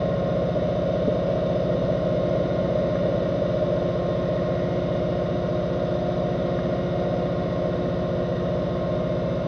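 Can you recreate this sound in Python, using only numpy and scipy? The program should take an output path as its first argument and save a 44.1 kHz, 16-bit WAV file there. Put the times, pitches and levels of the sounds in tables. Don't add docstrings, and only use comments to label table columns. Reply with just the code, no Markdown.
import sys
import numpy as np
from scipy.fft import rfft, irfft, next_fast_len
from scipy.io import wavfile
from scipy.ndimage import map_coordinates

SR = 44100
rng = np.random.default_rng(int(sys.argv[2]) if len(sys.argv) > 2 else 0)


def master(y):
    cut = np.clip(np.atleast_2d(y).T, -1, 1)
    pcm = np.round(cut * 32767)
    wavfile.write(sys.argv[1], SR, pcm.astype(np.int16))


N = 417627
CYCLE_HZ = 15.0


def amp(db):
    return 10 ** (np.asarray(db) / 20)


def unit(x):
    return x / np.sqrt(np.mean(x ** 2) + 1e-20)


def spectrum_db(points, hz):
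    f, db = np.transpose(points)
    return np.interp(np.log(hz + 1), np.log(f + 1), db, left=-120, right=-120)


def envelope_db(points):
    s, db = np.transpose(points)
    return np.interp(np.arange(N) / SR, s, db)


def wobble(rate):
    coarse = np.linspace(0, N, 2000)
    knots = rng.standard_normal(400)
    return np.interp(np.arange(N), coarse, map_coordinates(knots, [coarse * rate / SR], mode="mirror"))


def filtered(x, response):
    m = next_fast_len(len(x) + SR // 4)
    return irfft(rfft(x, m) * response(np.fft.rfftfreq(m, 1 / SR)), m)[:len(x)]


def resonance(hz, centre, width):
    return 1j * hz * width / (centre ** 2 - hz ** 2 + 1j * hz * width)


def noise(spectrum, lifts=(), ripple_db=0):
    delays_s, phases = rng.uniform(.002, .022, 24), rng.uniform(0, 2 * np.pi, 24)
    grid = np.arange(0, SR / 2, 2)
    comb = unit(np.cos(2 * np.pi * np.outer(grid, delays_s) + phases).sum(1))
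    peaks_db = sum(lift * abs(resonance(grid, centre, width)) ** 2 for centre, width, lift in lifts)
    db = spectrum_db(spectrum, grid) + ripple_db * comb + peaks_db
    return unit(filtered(rng.standard_normal(N), lambda hz: np.interp(hz, grid, amp(db))))


def tone(turns, fade_db, fade_rate, drift_rad):
    fading = amp(fade_db * wobble(fade_rate))
    return unit(fading * np.sin(2 * np.pi * turns + drift_rad * wobble(fade_rate)))


def echo_beat(hz, minimum_s, gain):
    path_m_per_s, sound_m_per_s = .308, 1500
    wavelengths = hz * path_m_per_s * (np.arange(N) / SR - minimum_s) / sound_m_per_s
    return unit(abs(1 - gain * np.exp(2j * np.pi * wavelengths)))


# harmonic of the cycle rate, relative level/dB
ENGINE_ORDERS = [(1, -39), (2, -29), (3, -16), (4, -10), (5, -11), (6, -15), (7, -6), (8, -6), (9, -3),
                 (10, -10), (11, -2), (12, 0), (13, -15), (14, -13), (15, -15), (16, -9.5), (17, -11.5),
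                 (18, -14), (19, -17), (20, -14), (21, -16), (22, -16), (23, -17), (24, -14), (25, -15),
                 (26, -13), (27, -16), (28, -18), (29, -20), (30, -9), (31, -15), (32, -14), (33, -10),
                 (34, -6.5), (35, -12), (36, -9), (37, 0), (38, -9), (39, -6), (40, -4), (41, -1.5),
                 (42, -6.5), (43, -6), (44, -10), (45, -18), (46, -21), (47, -15.5), (48, -27), (49, -19),
                 (50, -24)]
# position/cycles, hull mode f/Hz, bandwidth/Hz, weight/dB
CYCLE_KNOCKS = [(.05, 590, 90, -3), (.148, 247, 92, -1), (.17, 56, 16, -3), (.306, 468, 27, 17),
                (.412, 104, 49, -5), (.413, 531, 131, 0), (.511, 607, 80, 0), (.582, 145, 19, 5),
                (.629, 462, 90, -8), (.646, 96, 32, -13), (.815, 310, 80, -2), (.83, 600, 80, -1),
                (.88, 526, 18, 7), (.972, 197, 35, 1)]
# harmonic, interference minimum t/s, echo gain
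ENGINE_ECHOES = [(16, 1, 0.33), (17, 0, 0.42), (47, 2, 0.47), (49, 2.5, 0.46)]
# t/s, level/dB
RING_LEVEL = [(0.1, -26), (1.5, -26.2), (3.0, -27.1), (4.7, -28.6), (7.0, -29.2), (9.3, -29.2)]
def engine(cycle):
    throb, ring = np.zeros(N), np.zeros(N)
    echoes = {round(k): echo for k, *echo in ENGINE_ECHOES}
    for k, db in ENGINE_ORDERS:
        blows = sum(amp(weight) * resonance(k * CYCLE_HZ, hz, width) * np.exp(-2j * np.pi * k * place)
                    for place, hz, width, weight in CYCLE_KNOCKS)
        turns = k * cycle + np.angle(blows) / (2 * np.pi)
        if k <= 13:
            throb += amp(db) * tone(turns, fade_db=.6, fade_rate=1.2, drift_rad=.05)
        else:
            beat = echo_beat(k * CYCLE_HZ, *echoes[k]) if k in echoes else 1
            ring += amp(db) * beat * tone(turns, fade_db=1, fade_rate=.9, drift_rad=.28)
    ring_db = envelope_db(RING_LEVEL)
    throb_db = -28.5 + .17 * (ring_db - ring_db.mean())
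    return amp(throb_db) * unit(throb) + amp(ring_db) * unit(ring)


# f/Hz, relative level/dB
ROUGH_SPECTRUM = [(380, -46), (450, -15.5), (490, -5), (535, -2.5), (565, -0.5), (603, 2), (655, -6),
                  (705, -13.5), (745, -19.5), (820, -41)]
# t/s, level/dB
ROUGH_LEVEL = [(0.1, -35.5), (2.0, -35.5), (2.5, -34), (3.6, -34), (4.1, -35.5), (4.7, -38.3), (9.3, -38.5)]
# t/s, level/dB
BOOM_LEVEL = [(0.1, -38), (1.6, -36.5), (2.0, -38), (2.5, -34), (2.76, -28.5), (2.9, -37), (3.3, -34.5),
              (3.68, -32), (3.87, -37), (4.1, -36.5), (4.7, -43), (9.3, -42)]
BOOM_HZ = 598.5
def hull_noise(swell):
    rough = unit(swell * noise(ROUGH_SPECTRUM))
    mode = filtered(rng.standard_normal(N), lambda hz: resonance(hz, BOOM_HZ, width=54) ** 2)
    return amp(envelope_db(ROUGH_LEVEL)) * rough + amp(envelope_db(BOOM_LEVEL)) * unit(swell * mode)


# f/Hz, relative level/dB
RATTLE_SPECTRUM = [(600, -32.5), (800, -8), (950, -1.5), (1100, 1), (1300, -3), (1500, -4.5), (1580, -7.5),
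                   (1900, -32.5)]
# f/Hz, bandwidth/Hz, lift/dB
RATTLE_MODES = [(888, 16, 7), (1075, 35, 6.5), (1272, 29, 6), (1437, 24, 9)]
def loose_parts(cycle):
    firing = amp(np.cos(2 * np.pi * 6 * cycle))
    rattle = noise(RATTLE_SPECTRUM, RATTLE_MODES)
    period = round(SR / CYCLE_HZ)
    strikes = irfft(np.exp(2j * np.pi * rng.random(period // 2 + 1)), period)
    buzz = filtered(np.resize(strikes, N), lambda hz: amp(spectrum_db(RATTLE_SPECTRUM, hz)))
    return amp(-47.6) * unit(firing * rattle) + amp(-46.5) * unit(firing * buzz)


# t/s, level/dB
PANEL_LEVEL = [(0.1, -52.5), (0.8, -56), (3.2, -51.5), (3.7, -55.5), (4.3, -49.5), (5.5, -56), (6.4, -53),
               (8.3, -52), (9.3, -56.5)]
def panel(swell):
    ring = filtered(swell * rng.standard_normal(N), lambda hz: resonance(hz, 1879, width=130) ** 2)
    return amp(envelope_db(PANEL_LEVEL)) * unit(ring)


# harmonic, rms level/dB
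PUMP_HARMONICS = [(2, -36.3), (3, -47), (4, -44), (5, -61), (6, -49.3), (7, -58), (8, -57), (9, -66),
                  (10, -64.5), (11, -62), (12, -59.3), (13, -63.5), (14, -68), (15, -65.5), (16, -64.5),
                  (17, -62), (18, -67), (19, -68.5), (20, -67.5), (21, -65), (22, -74), (23, -67),
                  (24, -75), (26, -80), (29, -76), (34, -84)]
# harmonic, interference minimum t/s, echo gain
PUMP_ECHOES = [(2, -1.04, .56), (4, 3, 0.51), (6, 1.6, .22), (8, 1.5, .4), (10, 2, .5), (12, 1.3, .6),
               (16, 2.5, 0.44), (20, 0, .5)]
PUMP_HZ, PUMP_FLUTTER_DB = 177.37, .7
def pump():
    shaft = PUMP_HZ * np.arange(N) / SR + .023 * wobble(1.5)
    echoes = {round(k): echo for k, *echo in PUMP_ECHOES}
    whine = np.zeros(N)
    for k, db in PUMP_HARMONICS:
        turns = k * shaft + rng.random()
        if k in echoes:
            line = tone(turns, fade_db=1.05, fade_rate=3.3, drift_rad=.071)
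            line *= echo_beat(k * PUMP_HZ, *echoes[k])
        else:
            line = tone(turns, fade_db=1.7, fade_rate=1.4, drift_rad=.18)
        whine += amp(db + PUMP_FLUTTER_DB * wobble(25)) * line
    return whine


# f/Hz, rms level/dB
BELT_TONES = [(295.5, -47), (496.5, -41), (613, -46), (895, -59), (1076, -58), (1432, -59), (1696, -65),
              (4305, -75)]
def belt_drives():
    t = np.arange(N) / SR
    return sum(amp(db) * tone(hz * t, fade_db=1.2, fade_rate=4, drift_rad=.9) for hz, db in BELT_TONES)


# f/Hz, relative level/dB
RUMBLE_SPECTRUM = [(20, -32), (40, -16), (90, -6), (150, -4.5), (250, -1), (300, -3), (330, -5),
                   (420, -6.5), (520, 1), (700, -6), (820, -22), (1100, -53)]
# t/s, level/dB
RUMBLE_LEVEL = [(0.3, -35.5), (1.2, -34.5), (2.3, -32), (2.62, -30.5), (3.2, -31.5), (4.2, -34.3),
                (5.8, -34.5), (7.0, -33), (9.0, -34.5)]
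# f/Hz, relative level/dB
WASH_SPECTRUM = [(1200, -25.5), (1600, -12.5), (2100, -2), (2400, -8.5), (2800, -5.5), (3300, -8),
                 (3700, -4), (4100, -8), (4400, -13), (5200, -11), (5450, -18), (6200, -16.5), (6700, -31),
                 (7200, -48)]
# t/s, level/dB
WASH_LEVEL = [(0.3, -49.8), (1.5, -49.1), (6.5, -49.2), (9.0, -50.6)]
# f/Hz, bandwidth/Hz, lift/dB
HOUSING_MODES = [(2020, 25, 2.5), (2210, 85, 4), (2810, 19, 5), (2700, 24, 1.5), (3603, 420, 7),
                 (4710, 210, 4), (5160, 100, 5), (5920, 200, 6.5)]
# f/Hz, relative level/dB
FIZZ_SPECTRUM = [(5000, -18), (7000, -1), (8000, 0.5), (8500, -0.5), (10800, -0.5), (12000, -4.5),
                 (14000, -12.5)]
def water(cycle):
    rumble = amp(envelope_db(RUMBLE_LEVEL) + .32 * wobble(3.9)) * noise(RUMBLE_SPECTRUM)
    churn_db = .12 * wobble(3.7) + .5 * np.cos(2 * np.pi * 2 * cycle)
    wash = amp(envelope_db(WASH_LEVEL) + churn_db) * noise(WASH_SPECTRUM, HOUSING_MODES, ripple_db=1.9)
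    fizz = amp(-80) * noise(FIZZ_SPECTRUM, lifts=[(7830, 160, 4.8)], ripple_db=4.5)
    return rumble + wash + fizz


EVENT_T = np.arange(SR // 4) / SR
def damped_mode(hz, t60, attack_s):
    attack = 1 - np.exp(-EVENT_T / attack_s)
    return attack * amp(-60 * EVENT_T / t60) * np.sin(2 * np.pi * hz * EVENT_T)


def add_at(track, s, sound):
    span = track[round(s * SR):][:len(sound)]
    span += sound[:len(span)]


# t/s, level/dB, f/Hz, T60/s
BUMPS = [(1.078, -7, 258, 0.02), (1.0825, -5, 262, 0.018), (1.841, -11, 145, 0.022),
         (1.917, -19, 125, 0.02), (2.615, -19, 145, 0.022)]
# frequency ratio, relative level/dB, T60 ratio
BUMP_MODES = [(1, 0, 1), (1.66, -11, 3)]
def housing_bumps():
    out = np.zeros(N)
    for s, db, hz, t60 in BUMPS:
        modes = sum(amp(level) * damped_mode(ratio * hz, longer * t60, attack_s=.0017)
                    for ratio, level, longer in BUMP_MODES)
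        add_at(out, s, -amp(db) * modes)
    return out


# t/s, level/dB
POPS = [(1.381, -31), (2.956, -24.5), (6.589, -23)]
# f/Hz, relative level/dB, T60/s
POP_MODES = [(1200, 0, .022), (1640, -2.5, .016), (1950, -10, .008)]
def reef_pops():
    out = np.zeros(N)
    pop = sum(amp(level) * damped_mode(hz, t60, attack_s=.0006) for hz, level, t60 in POP_MODES)
    for s, db in POPS:
        add_at(out, s, amp(db) * pop)
    return out


# t/s, level/dB
HARD_KNOCKS = [(2.303, -16), (3.095, -21), (3.295, -31), (3.365, -19), (3.557, -24), (3.619, -17.5),
               (6.018, -21)]
def hard_knocks():
    out = np.zeros(N)
    boom = damped_mode(BOOM_HZ, t60=.092, attack_s=.002)
    for s, db in HARD_KNOCKS:
        add_at(out, s, amp(db) * boom)
    return out


# t/s, peak level/dB, centre f/Hz
TICKS = [(4.94, -65, 9900), (7.533, -54, 5800)]
def reef_ticks(t60=.014):
    out = np.zeros(N)
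    for s, db, centre in TICKS:
        burst = amp(-60 * EVENT_T / t60) * rng.standard_normal(len(EVENT_T))
        crack = filtered(burst, lambda hz: resonance(hz, centre, width=1.1 * centre) ** 4)
        add_at(out, s, amp(db) * crack / abs(crack).max())
    return out


def scene():
    cycle = CYCLE_HZ * np.arange(N) / SR + .0011 * wobble(1.5)
    swell = amp(1.5 * np.cos(2 * np.pi * (cycle - .9)))
    boat = engine(cycle) + hull_noise(swell) + loose_parts(cycle) + panel(swell) + pump() + belt_drives()
    return (boat + water(cycle) + housing_bumps() + reef_pops() + hard_knocks() + reef_ticks())[None]


def record(dry, fade_in_s=.004, cutoff_hz=14200):
    opening = np.minimum(np.arange(N) / SR / fade_in_s, 1)
    return np.array([filtered(opening * channel, lambda hz: hz < cutoff_hz) for channel in dry])


dry = scene()
out = record(dry)
master(out)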